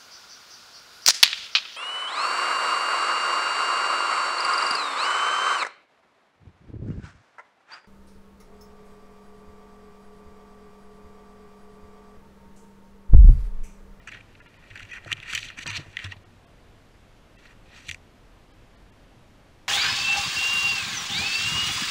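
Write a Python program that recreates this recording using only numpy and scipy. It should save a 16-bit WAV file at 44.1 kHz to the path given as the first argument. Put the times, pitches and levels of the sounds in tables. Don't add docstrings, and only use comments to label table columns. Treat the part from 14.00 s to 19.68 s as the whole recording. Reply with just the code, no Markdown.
import sys
import numpy as np
from scipy import signal
from scipy.fft import rfft, irfft
from scipy.io import wavfile
from scipy.ndimage import uniform_filter1d, minimum_filter1d

SR = 44100
rng = np.random.default_rng(int(sys.argv[2]) if len(sys.argv) > 2 else 0)


def volts_from_decibels(level):
    exponent = np.asarray(level, float) / 20
    return 10 ** exponent


def bounce(signal):
    frames = np.transpose(np.atleast_2d(signal))
    limited = np.clip(frames, -1, 1)
    pcm = np.round(limited * 32767).astype(np.int16)
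    wavfile.write(sys.argv[1], SR, pcm)


N = 250488


def unit(x):
    return x / np.sqrt(np.mean(x ** 2) + 1e-20)


def lowpass(f, hz, order):
    return 1 / (1 + 1j * np.sqrt(2) * f / hz - (f / hz) ** 2) ** order


def modes(table, f, weight=lambda hz: 1):
    total = 0
    for k, (hz, width_hz, db) in enumerate(table):
        damping = 1j * f * width_hz
        total = total + (-1) ** k * volts_from_decibels(db) * weight(hz) * damping / (hz * hz - f * f + damping)
    return total


def ring(force, response):
    out = irfft(rfft(force) * response, len(force))
    return out * np.linalg.norm(force) / (np.linalg.norm(out) + 1e-20)


def add(track, s, piece):
    i = round(s * SR)
    part = track[max(i, 0):i + len(piece)]
    part += piece[max(-i, 0):][:len(part)]


# (frequency [Hz], density [dB per Hz])
FIELD_SPECTRUM = [(12, -32), (20, -0.5), (43, -0.5), (66, -17.5), (92, -2), (124, -10), (294, -13.5),
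                  (421, -17), (603, -17.5), (753, -19.5), (1270, -23), (2930, -28), (15000, -49)]
# (time [s], level [dB])
FIELD_LEVEL = [
    (0.0, -58.5),
    (1.12, -59),
    (5.68, -59),
]


def field():
    hz, _, z = signal.stft(rng.standard_normal(N + 2048), SR, nperseg=2048)
    patches = uniform_filter1d(rng.standard_normal(z.shape), size=20, axis=0)
    patches = uniform_filter1d(patches, size=4, axis=1)
    f, db = np.transpose(FIELD_SPECTRUM)
    colour_db = np.interp(np.log(hz + 1), np.log(f + 1), db)
    z = z * volts_from_decibels(colour_db[:, None] + 0.41 * unit(patches))
    noise = signal.istft(z, SR, nperseg=2048)[1][:N]
    s, level_db = np.transpose(FIELD_LEVEL)
    return volts_from_decibels(np.interp(np.arange(N) / SR, s, level_db) + 6) * unit(noise)


# (time [s], peak [dB], pitch [Hz], t60 [s], knock [dB])
MOUNT_JOLTS = [(0.134, -43, 113, 0.11, -15), (0.705, -42, 104, 0.24, -27), (0.81, -44.5, 100.5, 0.29, -26),
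               (1.06, -39, 103.3, 0.35, -6.5), (1.121, -38, 102.7, 0.23, -7.5), (1.18, -46, 95, 0.16, -6),
               (1.33, -39.5, 77.4, 0.19, -8.5), (1.369, -41, 104, 0.21, -17), (1.454, -53, 94, 0.2, -2),
               (1.584, -50, 85, 0.3, 0.5), (1.659, -44.5, 124, 0.39, 1), (1.683, -37, 101, 0.52, -7),
               (1.776, -24, 99, 0.091, -17.5), (1.793, -40.5, 127, 0.17, -5.5),
               (1.861, -46.5, 96.6, 0.33, -6), (2.042, -28.5, 95.7, 0.26, -19.5),
               (2.158, -40.5, 96, 0.17, -15.5), (3.883, -35.5, 85.6, 0.23, -15)]
# (frequency [Hz], width [Hz], level [dB])
GRIP_MODES = [(140, 18.6, 15), (332, 36, 2.5), (436, 34, -5), (700, 170, -8)]


def mount():
    rise_s, knock_t60_s = 0.011, 0.061
    track, t = np.zeros(N), np.arange(SR // 2) / SR
    f = np.fft.rfftfreq(len(t), 1 / SR)
    grip = modes(GRIP_MODES, f) * lowpass(f, 1800, order=1)
    for s, db, hz, t60_s, knock_db in MOUNT_JOLTS:
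        swing_env = volts_from_decibels(db + 2.5 - 60 * t / t60_s) * (1 - np.exp(-t / rise_s))
        swing = swing_env * np.sin(2 * np.pi * hz * t)
        push = volts_from_decibels(db + knock_db + 7.5 - 60 * t / knock_t60_s) * rng.standard_normal(len(t))
        add(track, s, swing + ring(push, grip))
    return track


def housing(f):
    shell = (1 - lowpass(f, 550, order=1)) * lowpass(f, 3880, order=2)
    thin = (f / 5000 * lowpass(f, 5860, order=1)) ** 2
    thin = thin * (f / 5000) ** 2 * lowpass(f, 7400, order=1)
    cavity = 5250 ** 2 - f * f
    port = (cavity + 1j * f * 150) / (cavity + 1j * f * 900)
    return shell * port, thin * port


def near(spot_hz):
    return lambda hz: np.exp(-.5 * (np.log(hz / spot_hz) / .36) ** 2)


# (frequency [Hz], width [Hz], level [dB])
PANEL_MODES = [(983, 180, 8.5), (1347, 275, 7.5), (1889, 141, 11.5), (2079, 82, 7.5), (2380, 257, 8),
               (2826, 207, 6), (3047, 120, 5.5), (3320, 510, 2.5), (4135, 640, 2.5), (5450, 250, 9)]
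# (frequency [Hz], width [Hz], level [dB])
WALL_MODES = [(4524, 680, 8), (5920, 375, 9.5), (6750, 1070, 0.5), (8080, 304, 0), (8770, 230, -6),
              (13900, 970, -16.5), (14100, 1900, -22)]
# (time [s], pressure [dB], dry edge [dB], place on the housing [0-2])
PUSHES_IN = [
    [(0, -58, -23, 0.41), (.06, -82, -14, 1.7), (.12, -50.5, -20, 1.25), (.175, -52.5, -22, 1),
     (.225, -67, -23, .8), (.42, -69.5, -25, 1.2), (.67, -60.5, -19, 0.7)],
    [(.68, -62.5, -10, 1.8), (.75, -55, -18, 1), (.83, -53, -16, 1.05), (.88, -57.5, -15, 1.3),
     (.95, -43.5, -18, 1.1), (.995, -58, -19, 0.9), (1.07, -54.5, -15, 1.05), (1.11, -40, -18, .9)],
    [(1.12, -47, -10, 0.49), (1.15, -52.5, -19, 0.91), (1.245, -49, -19, 1.2), (1.3, -37.5, -11, 1.22),
     (1.39, -49, -13.5, 0.57), (1.41, -44.5, -4, 2.1), (1.48, -51, -13.5, 1.25), (1.55, -55, -28.5, 1.6)],
]
# (time [s], pressure [dB], dry edge [dB], place on the housing [0-2])
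PUSHES_TURNING = [
    [(1.575, -47, -11.5, 0.81), (1.635, -42.5, -8.5, 1.76), (1.65, -64, -15, 0.78), (1.68, -40.5, -5, 0.42),
     (1.74, -47, -16, .6), (1.785, -45.5, -14.5, 0.47), (1.83, -57, -11, 0.4), (1.93, -59.5, -8, 1.6)],
    [(1.94, -54, -18, 1.1), (1.965, -53, -15, 1.3), (2.03, -42.5, -16.5, 1.2), (2.065, -43, -15.5, 0.6),
     (2.08, -56.5, -15, 1.2), (2.12, -42, -21, 1.5), (2.18, -89, -20, 1.2)],
    [(3.38, -59, -9, 1.2), (3.42, -67.5, -10, 2.1), (3.455, -59, -16, 1.3), (3.52, -57, -11, 0.86),
     (3.55, -81, -12, 1)],
    [(3.66, -64, -14, 1.7), (3.72, -58, -16, 1.26), (3.775, -52.5, -9.5, .9), (3.83, -58.5, -6, 0.88),
     (3.88, -48.5, -9.5, 2.7), (3.93, -67, -11, 1.3), (3.965, -67, -1, 0.85)],
]


def slide():
    lift_s = .015
    spots_hz = (1400, 2200, 4200)
    reach = 0.54
    clump_db, clump_ms, rib_db = 1, 6, 1.5
    t, f = np.arange(N) / SR, np.fft.rfftfreq(N, 1 / SR)
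    shell, thin = housing(f)
    noise, grit, clumps, hiss = rng.standard_normal((4, N))

    press = np.zeros(N)
    for push in PUSHES_IN + PUSHES_TURNING:
        s, db = np.transpose(push)[:2]
        gate = np.interp(t, [s[0] - lift_s, s[0], s[-1], s[-1] + lift_s], [0, 1, 1, 0])
        press += volts_from_decibels(np.interp(t, s, db)) * gate
    clumps = unit(uniform_filter1d(clumps, size=round(clump_ms * SR / 1000)))
    ribs = unit(uniform_filter1d(grit, size=60))
    press = press * unit(volts_from_decibels(rib_db * ribs + clump_db * clumps))

    s, _, edge_db, place = np.transpose(np.concatenate(PUSHES_IN + PUSHES_TURNING))
    place_now = np.interp(t, s, place)
    body = np.zeros(N)
    for k, hz in enumerate(spots_hz):
        share = np.exp(-.5 * ((place_now - k) / reach) ** 2)
        body += ring(share * press * np.sign(noise), modes(PANEL_MODES, f, near(hz)) * shell)
    edge_force = volts_from_decibels(np.interp(t, s, edge_db)) * press * hiss
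    return body + ring(edge_force, modes(WALL_MODES, f) * thin)


# (time [s], level [dB], dry edge [dB], contact spot [Hz])
TIP_FLICKS = [(.541, -50.5, -22, 2400), (.7025, -42, -16, 2890), (.7111, -39.5, -30, 2560),
              (0.756, -31.5, -17, 2270), (.763, -36, -19, 2110), (0.7755, -36, -15, 2900),
              (0.8506, -41.5, -16, 2300), (.9097, -43, -30, 3050), (0.9809, -34.5, -32, 2030),
              (3.93, -54, 6, 3100), (1.1275, -14, -13.5, 3600), (1.1685, -39, -19, 3000),
              (1.1171, -15, -20, 2280), (1.121, -24, -22, 2280), (1.3505, -19, -3.5, 2970),
              (1.3767, -17, -13.5, 3630), (1.4291, -27, -28, 3800), (1.4392, -35, -11, 2490),
              (1.659, -28, -24, 1690), (1.6662, -26.5, -10, 4280), (1.969, -18, -21.5, 2560),
              (1.99, -27, -24, 2940), (1.9981, -29.5, -24, 2500), (2.043, -34.5, -8, 6700),
              (2.121, -28, -17.5, 2150), (2.166, -50.5, -17, 3600), (3.884, -34, -9, 3100),
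              (3.9127, -24, -10, 3220), (3.921, -40, -3, 3200), (3.9452, -31, -11.5, 2860)]
# (time [s], level [dB], slide [ms per 10 dB], contact spot [Hz])
BLADE_BRUSHES = [(0.0736, -33, 13.5, 2120), (.117, -36.5, 12, 2240), (1.662, -40, 20.5, 1300),
                 (1.7415, -47, 18, 1400), (0.133, -44.5, 30, 3240), (0.353, -43, 2, 2570),
                 (0.402, -45, 7, 1780), (.4599, -47.5, 9.5, 1850), (0.804, -34.5, 3, 2340),
                 (0.8932, -43.5, 11, 2500), (0.931, -34.5, 27, 2400), (1.1777, -39, 5, 1900),
                 (1.2015, -32.5, 1, 2600), (1.228, -33, 7.5, 2860), (1.3331, -21, 4, 2320),
                 (1.047, -39, 2.5, 2600), (2.045, -32, 14, 3770), (1.768, -26, 10, 4900),
                 (1.3483, -24, 21, 3300), (1.4451, -36.5, 32, 3470), (1.501, -35, 12, 2000),
                 (1.577, -45, 14, 1380), (1.674, -25.5, 7.5, 2650), (1.714, -32.5, 4.5, 2380),
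                 (1.776, -28.5, 3, 2840), (1.7942, -43, 34, 4100), (2.126, -45.5, 12, 800),
                 (3.8902, -25.5, 5, 2780), (3.775, -51.5, 58, 5130)]
# (time [s], level [dB], bend [ms per 10 dB], contact spot [Hz])
BLADE_DRAGS = [(0.0914, -33.5, 9.5, 2300), (1.324, -40, 4, 1460), (1.331, -29.5, 7, 5000),
               (1.7129, -42, 37, 1400), (2.068, -57, 26, 1530), (0.1233, -39, 6, 2260),
               (0.1485, -37.5, 7, 2100), (0.2094, -43, 6, 2400), (.64, -49, 12, 2640),
               (0.796, -36, 5, 2510), (0.8304, -37, 8, 2870), (0.9201, -32, 10, 2130),
               (0.9739, -37, 23, 1950), (1.3415, -31.5, 12, 3300), (1.0794, -37.5, 12.5, 1980),
               (1.133, -33, 13, 3030), (1.3135, -31.5, 9, 3600), (1.392, -31.5, 39, 3700),
               (1.4894, -33, 5, 3780), (1.592, -30, 9, 2670), (1.6334, -36, 8, 3400),
               (1.7066, -29, 17, 3810), (1.7673, -26, 25.5, 3400), (2.0325, -50, 10, 2640),
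               (3.898, -32.5, 10, 2740), (3.774, -51, 47, 5170), (3.474, -56, 32, 5000),
               (3.4595, -48.5, 28, 2080)]


def contacts():
    flick_rise_ms, flick_fall_ms, catch_ms, release_ms = .7, 3, .7, 3
    stiffer = .35
    push_s, _, push_edge_db, _ = np.transpose(np.concatenate(PUSHES_IN + PUSHES_TURNING))
    blades = []
    for s, db, edge_db, hz in TIP_FLICKS:
        fall_ms = flick_fall_ms * volts_from_decibels(-stiffer * (db + 27.5))
        blades.append((s, flick_rise_ms, fall_ms, db, edge_db, hz))
    for s, db, slide_ms, hz in BLADE_BRUSHES:
        blades.append((s, catch_ms, slide_ms, db, np.interp(s, push_s, push_edge_db), hz))
    for s, db, bend_ms, hz in BLADE_DRAGS:
        blades.append((s, bend_ms, release_ms, db, np.interp(s, push_s, push_edge_db), hz))
    return blades


def grass():
    damp_dulls, dry_db = .09, -12
    track, size = np.zeros(N), 8192
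    lead = size // 2
    ms = (np.arange(size) - lead) * 1000 / SR
    f = np.fft.rfftfreq(size, 1 / SR)
    shell, thin = housing(f)
    for s, rise, fall, db, edge_db, spot_hz in contacts():
        noise, grit, hiss = rng.standard_normal((3, size))
        scatter = rng.standard_normal(len(PANEL_MODES + WALL_MODES))

        snags = volts_from_decibels(3 * unit(uniform_filter1d(grit, size=60)))
        held = max(fall - .9, .3)
        smooth = volts_from_decibels(db - 10 * np.where(ms < 0, -ms / rise, ms / held))
        press = smooth * snags
        press = press * np.linalg.norm(smooth) / np.linalg.norm(press)
        press = press * np.sqrt((rise + fall) / (rise + held))
        snap = 6.5 * volts_from_decibels(db) * np.exp(-rise / 1.3) * (ms == 0)

        struck = [(hz, w, level + 2 * d) for (hz, w, level), d in zip(PANEL_MODES, scatter)]
        body = ring(press * np.sign(noise) + snap, modes(struck, f, near(spot_hz)) * shell)

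        brushed = [(hz, w, level + 1.8 * d) for (hz, w, level), d in zip(WALL_MODES, scatter[::-1])]
        fade = volts_from_decibels(-10 * np.maximum(ms, 0) / held * 0.22 * np.exp(-rise / 1.6))
        tilt = damp_dulls * min(edge_db - dry_db, 4)
        walls = modes(brushed, f, lambda hz: (hz / 6000) ** tilt) * thin
        edge = ring(1.1 * press * fade * hiss + 0.92 * snap, walls)
        add(track, s - lead / SR, body + volts_from_decibels(edge_db) * edge)
    return track


def scene():
    return (field() + mount() + slide() + volts_from_decibels(-2.05) * grass())[None]


def thin_treble(x):
    f, _, z = signal.stft(x, SR, nperseg=1024)
    patch = uniform_filter1d(np.abs(z) ** 2, size=4, axis=0)
    patch = uniform_filter1d(patch, size=2, axis=1)
    weak = (f[:, None] > 12800) & (patch < .85 * np.median(patch, axis=1, keepdims=True))
    return signal.istft(z * ~weak, SR, nperseg=1024)[1][:N]


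# (time [s], kept below [Hz])
STARVED_FRAMES = [(.005, 4000), (.412, 3600), (.476, 4300), (.582, 5000), (.923, 7500), (1.69, 6500),
                  (2.246, 3500), (2.46, 3800), (3.376, 3200), (4.528, 5500), (4.764, 5200), (4.913, 3400)]


def starve(x):
    share, size = .2, 1024
    f = np.fft.rfftfreq(size, 1 / SR)
    for s, keep_hz in STARVED_FRAMES:
        at = np.clip(round(s * SR) + np.arange(size) - size // 2, 0, N - 1)
        lines = rfft(x[at])
        rank = np.abs(lines) * f ** 0.99 * (f < keep_hz)
        local_max = -minimum_filter1d(-rank, size=15)
        tops = (rank > .8 * local_max) & (rank > share * rank.max())
        kept = irfft(lines * ((f < 600) + 2.1 * (f >= 600) * tops), size)
        out = x.copy()
        out[at] += 0.98 * np.hanning(size) ** 0.8 * (kept - x[at])
        x = out
    return x


def band_limit(x):
    return signal.sosfilt(signal.butter(12, 16430, fs=SR, output="sos"), x)


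def record(dry):
    top_hz = 15250
    f = np.fft.rfftfreq(N, 1 / SR)
    limited = irfft(rfft(dry[0]) / (1 + (f / top_hz) ** 80), N)
    mix = starve(thin_treble(limited))
    return band_limit(mix[None])


dry = scene()
out = record(dry)
bounce(out)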